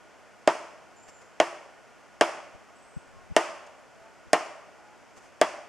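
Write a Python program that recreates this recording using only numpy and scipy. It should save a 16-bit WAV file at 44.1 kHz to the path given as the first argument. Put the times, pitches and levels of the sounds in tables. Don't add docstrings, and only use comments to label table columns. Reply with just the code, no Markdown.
import sys
import numpy as np
from scipy import signal
from scipy.fft import rfft, irfft
from scipy.io import wavfile

SR = 44100
rng = np.random.default_rng(int(sys.argv[2]) if len(sys.argv) > 2 else 0)


def generate_wav(sig):
    pcm = np.round(np.clip(np.atleast_2d(sig).T, -1, 1) * 32767).astype(np.int16)
    wavfile.write(sys.argv[1], SR, pcm)


N = 250664

# freq_hz, t60_s
HALL_DECAY = [(150, 0.32), (600, 0.94), (1500, 0.72), (3000, 0.77), (6000, 0.65), (9000, 0.59),
              (14000, 0.23)]


def from_db(db):
    return 10 ** (np.asarray(db) / 20)


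def rms_one(x):
    return x / np.sqrt(np.mean(x ** 2) + 1e-20)


def at_hz(points, hz):
    freq_hz, values = np.transpose(points)
    return np.interp(np.log(hz), np.log(freq_hz), values)


def bins_hz(size):
    return np.maximum(np.fft.rfftfreq(size, 1 / SR), 1)


def add(out, start_s, sound):
    start = round(start_s * SR)
    out[:, start:start + sound.shape[-1]] += sound[..., :N - start]


def fade(t, t60_s):
    return 1000 ** (-t / t60_s)


def rise(t, build_s):
    return 1 - np.exp(-t / build_s)


def swell(length_s):
    return np.sin(np.linspace(0, np.pi, int(length_s * SR)))


def colour(x, spectrum):
    size = 2 * len(x)
    cepstrum = irfft(np.log(from_db(at_hz(spectrum, bins_hz(size)))), size)
    cepstrum[1:len(x)] *= 2
    response = np.exp(rfft(cepstrum[:len(x)], size))
    return irfft(rfft(x, size) * response, size)[:len(x)]


def noise(spectrum, size):
    # freq_hz, correlation
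    likeness = [(40, -0.83), (110, -0.82), (190, -0.8), (300, -0.28), (600, 0.85), (1200, 0.88),
                (3000, 0.83), (7000, 0.62), (13000, -0.25)]
    hz = bins_hz(size)
    alike = np.clip(at_hz(likeness, hz), -.99, .99)
    mid, side = rfft(rng.standard_normal((2, size)))
    stereo = np.sqrt(1 + alike) * mid + np.sqrt(1 - alike) * side * [[1], [-1]]
    return rms_one(irfft(stereo * from_db(at_hz(spectrum, hz)), size))


def air(wash_db=-54.0):
    # freq_hz, density_db
    spectrum = [(18, -62.5), (30, -17.5), (116, -14.5), (163, -12), (205, -8), (247, -9), (328, -10.5),
                (662, -10), (735, -9), (859, -11), (1000, -12), (2190, -16), (4090, -20.5), (7060, -27),
                (15000, -47.5)]
    # centre_hz, width_hz, level_db
    resonances = [(628, 140, -63.5), (1237, 65, -74), (1444, 32, -66)]
    out = from_db(wash_db) * noise(spectrum, N)
    for centre_hz, width_hz, level_db in resonances:
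        peak = signal.iirpeak(centre_hz, centre_hz / width_hz, fs=SR)
        out += from_db(level_db) * rms_one(signal.lfilter(*peak, rng.standard_normal(N)))
    return out


def rumble(level_db=-67.5):
    spectrum = [(20, -15), (60, -3.5), (120, 0.5), (220, -9.5), (500, -49), (2000, -76.5)]
    return from_db(level_db) * noise(spectrum, N)


def crack(t, tilt_db_per_oct, gain_db=1.5, crush_db=2.0, settle_db=-4.0):
    # freq_hz, gain_db
    spectrum = [(100, -25), (500, -11), (1150, 0), (1800, 6), (2350, 2), (3100, 5.5), (4000, -7.5),
                (5200, 4), (7800, 0.5), (10000, -9), (13000, -27.5), (16000, -37)]
    fractures = rng.standard_normal(len(t)) * fade(t, t60_s=0.0034)
    settling = rng.standard_normal(len(t)) * fade(t, t60_s=0.048)
    fractures *= from_db(crush_db) / np.linalg.norm(fractures)
    settling *= from_db(settle_db) / np.linalg.norm(settling)
    contact = t == 0
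    force = np.roll(fractures + settling, SR // 4000) - contact
    tilted = [(hz, db + tilt_db_per_oct * np.log2(np.clip(hz, 2000, 9000) / 4000))
              for hz, db in spectrum]
    return from_db(gain_db) * colour(force, tilted)


def rattle(t, gain_db=-21.5, t60_s=0.11, build_s=0.00047):
    # freq_hz, density_db
    spectrum = [(40, -46.5), (130, -12.5), (220, -5.5), (400, 4.5), (900, 6.5), (1800, 2.5), (3100, -3),
                (3900, -14.5), (5200, -15.5), (8000, -33), (11000, -32), (15000, -52)]
    envelope = fade(t, t60_s) * rise(t, build_s)
    clatter = colour(rng.standard_normal(len(t)) * envelope, spectrum)
    return from_db(gain_db) * clatter * np.linalg.norm(envelope) / np.linalg.norm(clatter)


def shell(t, spot_hz, contact_s=0.00028, spot_width_oct=0.2, off_spot_db=-11.5):
    # pitch_hz, level_db, t60_s
    modes = [(900, -14.5, 0.056), (1183, -29, 0.053), (1834, -16, 0.034), (2754, -18, 0.034),
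             (3080, -20.5, 0.015), (3340, -24.5, 0.03), (5050, -32, 0.051)]
    pitch_hz, level_db, t60_s = np.transpose(modes)[:, :, None]
    distance_oct = np.abs(np.log2(pitch_hz / spot_hz)).min(axis=1, keepdims=True)
    off_spot = 1 - np.exp(-(distance_oct / spot_width_oct) ** 2)
    strength = from_db(level_db + off_spot_db * off_spot)
    rings = strength * np.sin(2 * np.pi * pitch_hz * t) * fade(t, t60_s)
    return rings.sum(axis=0) * rise(t, contact_s)


def knock(t, contact_s=0.001, spread_db=1.38):
    # pitch_hz, level_db, t60_s
    modes = [(190, -32, 0.028), (348, -24, 0.16), (469.6, -10, 0.029), (632, -0.5, 0.032),
             (702, -12.5, 0.059), (775, -7.5, 0.033), (867, -12, 0.028), (980, -26, 0.06),
             (1069, -21, 0.059), (1217, -21, 0.057), (1285, -8.5, 0.013), (1484, -18, 0.023),
             (1598, -14.5, 0.012), (1826, -17.5, 0.014)]
    pitch_hz, level_db, t60_s = np.transpose(modes)[:, :, None]
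    strength = from_db(level_db + spread_db * rng.standard_normal(pitch_hz.shape))
    rings = strength * np.sin(2 * np.pi * pitch_hz * t) * fade(t, t60_s)
    low_cut = signal.butter(2, 175, "high", fs=SR, output="sos")
    return signal.sosfilt(low_cut, rings.sum(axis=0) * rise(t, contact_s))


def seating(t, level_db=-10.0, pitch_hz=1900, t60_s=0.0011):
    return from_db(level_db) * np.sin(2 * np.pi * pitch_hz * t) * fade(t, t60_s)


def hall_wash(t, gain_db=-31.0, build_s=0.002):
    # freq_hz, density_db
    spectrum = [(59, -52), (100, -31), (208, -21), (324, -12), (502, -15), (594, -1.5), (904, -9.5),
                (1070, -4.5), (1630, -11), (2690, -12), (3920, -18), (5040, -16.5), (6910, -22),
                (9260, -27.5), (15000, -43)]
    wash = rfft(noise(spectrum, len(t)))
    centres_hz, t60s_s = np.transpose(HALL_DECAY)
    log_hz = np.log(bins_hz(len(t)))
    bands = [np.interp(log_hz, np.log(centres_hz), row) for row in np.eye(len(centres_hz))]
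    tail = sum(irfft(wash * band, len(t)) * fade(t, t60_s) for band, t60_s in zip(bands, t60s_s))
    return from_db(gain_db) * tail * rise(t, build_s)


def reflect(x, envelope, gain_db):
    paths = rng.standard_normal(len(x)) * envelope
    paths *= from_db(gain_db) / np.linalg.norm(paths)
    return signal.fftconvolve(x, paths)[:len(x)]


def hall_ring(body, t, gain_db=-21.0, t60_s=1.0, build_s=0.032):
    tail = reflect(body, fade(t, t60_s) * rise(t, build_s), gain_db)
    return colour(tail, [(200, -12), (640, -8.0), (900, 1), (1200, 1), (2500, 5.0)])


def flutter(body, bounces=5):
    # first_s, gap_s, gain_db, loss_db_per_bounce
    reflectors = [(0.0043, .0058, -15, 1.0), (.126, 0.012, -30.5, 2.3), (.0765, 0.091, -26.5, 6.5)]
    out = np.zeros_like(body)
    for first_s, gap_s, gain_db, loss_db in reflectors:
        for bounce in range(bounces):
            lag = round((first_s + bounce * gap_s) * SR)
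            out[lag:] += from_db(gain_db - bounce * loss_db) * body[:len(body) - lag]
    return out


def scatter(body, t, gain_db=-11.5, t60_s=0.093, build_s=0.013, delay_s=0.0093):
    late_s = np.maximum(t - delay_s, 0)
    echoes = reflect(body, fade(late_s, t60_s) * rise(late_s, build_s), gain_db)
    return colour(echoes, [(220, -9), (350, 4), (600, -10), (900, 4.5), (1300, 5.5), (2500, -0.5)])


def blows(shell_lag_s=0.000821, knock_lag_s=0.001185, seat_lag_s=0.0032):
    # start_s, knock_db, crack_db, tilt_db_per_oct, rattle_db, hall_db,
    # shell_db, low_spot_hz, high_spot_hz
    strikes = [(0.4752, 0.9, -5, -1, 2, -0.4, 2, 900, 5050),
               (1.4009, -1, -2, -4.5, -0.5, -1.5, 1, 1740, 3080),
               (2.2109, -0.7, 0, -1, 3.5, 1.9, -1.1, 1200, 3160),
               (3.3647, -2.5, 2.2, -1, 4, 3, -1.2, 2060, 2650),
               (4.3316, -0.5, -2, 5.5, 4, 0.95, -2.4, 1820, 3800),
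               (5.414, -1.1, -3, 2, 2.2, -0.6, 1, 1150, 3470)]
    direct, diffuse = np.zeros((2, 2, N))
    t = np.arange(SR) / SR
    for start_s, knock_db, crack_db, tilt_db_per_oct, rattle_db, hall_db, shell_db, *spot_hz in strikes:
        body = from_db(knock_db) * knock(t)
        ring = from_db(shell_db) * shell(t, spot_hz)
        add(direct, start_s, from_db(crack_db) * crack(t, tilt_db_per_oct))
        add(direct, start_s, from_db(rattle_db) * rattle(t))
        add(direct, start_s + shell_lag_s, ring)
        add(direct, start_s + knock_lag_s, body + flutter(body) + scatter(body + ring, t))
        add(direct, start_s + seat_lag_s, seating(t))
        add(diffuse, start_s, from_db(hall_db) * (hall_wash(t) + hall_ring(body + ring, t)))
    return direct, diffuse


def whistle(length_s, first_hz, last_hz):
    envelope = swell(length_s)
    pitch_hz = np.linspace(first_hz, last_hz, len(envelope))
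    return envelope * np.sin(2 * np.pi * np.cumsum(pitch_hz) / SR)


def bird(notes=4, step_s=0.061, note_s=0.0275, slide_hz=750, arch_hz=300, dry_db=-6.0, wet_db=1.5):
    # start_s, pitch_hz, relative_db
    calls = [(0.96, 7100, -54), (2.75, 7900, -58)]
    out = np.zeros((2, N))
    for start_s, pitch_hz, relative_db in calls:
        for index, arch in enumerate(np.sin(np.linspace(0, np.pi, notes))):
            note_hz = pitch_hz + arch_hz * arch
            note = whistle(note_s, note_hz + slide_hz / 2, note_hz - slide_hz / 2)
            add(out, start_s + index * step_s, from_db(relative_db) * note)
    t = np.arange(SR // 2) / SR
    mean_pitch_hz = np.mean(calls, axis=0)[1]
    decay = fade(t, at_hz(HALL_DECAY, mean_pitch_hz))
    echoes = rms_one(rng.standard_normal((2, len(t))) * decay) / np.sqrt(len(t))
    wet = signal.fftconvolve(out, echoes, axes=1)[:, :N]
    return from_db(dry_db) * out + from_db(wet_db) * wet


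def touches(events, spectrum):
    out = np.zeros((2, N))
    for start_s, length_s, level_db in events:
        envelope = swell(length_s)
        friction = noise(spectrum, SR // 2)[:, :len(envelope)]
        add(out, start_s, from_db(level_db) * envelope * friction)
    return out


def rustles():
    # start_s, length_s, level_db
    rubs = [(1.074, 0.035, -49), (1.208, 0.025, -53), (3.661, 0.016, -51), (5.158, 0.04, -49.5),
            (5.19, 0.11, -56.5)]
    return touches(rubs, [(100, 0), (850, -0.5), (2500, -8.0), (7000, -8.5), (15000, -36)])


def bumps(right_gain=0.71):
    # start_s, length_s, level_db
    nudges = [(2.535, 0.03, -46), (2.962, 0.019, -25), (3.03, 0.29, -53.5), (3.295, 0.04, -36),
              (3.312, 0.016, -33), (3.487, 0.025, -41.5), (4.255, 0.037, -46)]
    thuds = touches(nudges, [(20, -9), (70, -2), (200, -9.0), (350, -29), (2000, -75)])[0]
    return thuds * [[1], [-right_gain]]


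def hoots(rise_oct_per_s=0.2):
    # start_s, length_s, pitch_hz, level_db
    calls = [(3.12, 0.15, 1066, -56.5), (3.93, 0.18, 658, -54.5), (3.98, 0.18, 872, -57),
             (4.75, 0.25, 826, -56)]
    out = np.zeros((2, N))
    for start_s, length_s, pitch_hz, level_db in calls:
        last_hz = pitch_hz * 2 ** (rise_oct_per_s * length_s)
        add(out, start_s, from_db(level_db) * whistle(length_s, pitch_hz, last_hz))
    return out


def bass_spread(x, cutoff_hz=150):
    bass = signal.sosfilt(signal.butter(4, cutoff_hz, fs=SR, output="sos"), x.mean(axis=0))
    return x + bass * [[1], [-1]]


def microphone_dip(x, centre_hz=3900, q=1.47, depth=0.72):
    notched = signal.lfilter(*signal.iirnotch(centre_hz, q, fs=SR), x)
    return (1 - depth) * x + depth * notched


def scene():
    direct, diffuse = blows()
    diffuse += air()
    lows = rumble()
    diffuse += rustles()
    lows += bumps()
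    return bass_spread(direct) + microphone_dip(diffuse) + lows + bird() + hoots()


def record(dry, microphone_hz=13500, stopband_hz=16700):
    dull = signal.sosfilt(signal.butter(4, microphone_hz, fs=SR, output="sos"), dry)
    return signal.sosfilt(signal.cheby2(14, 70, stopband_hz, fs=SR, output="sos"), dull)


dry = scene()
out = record(dry)
generate_wav(out)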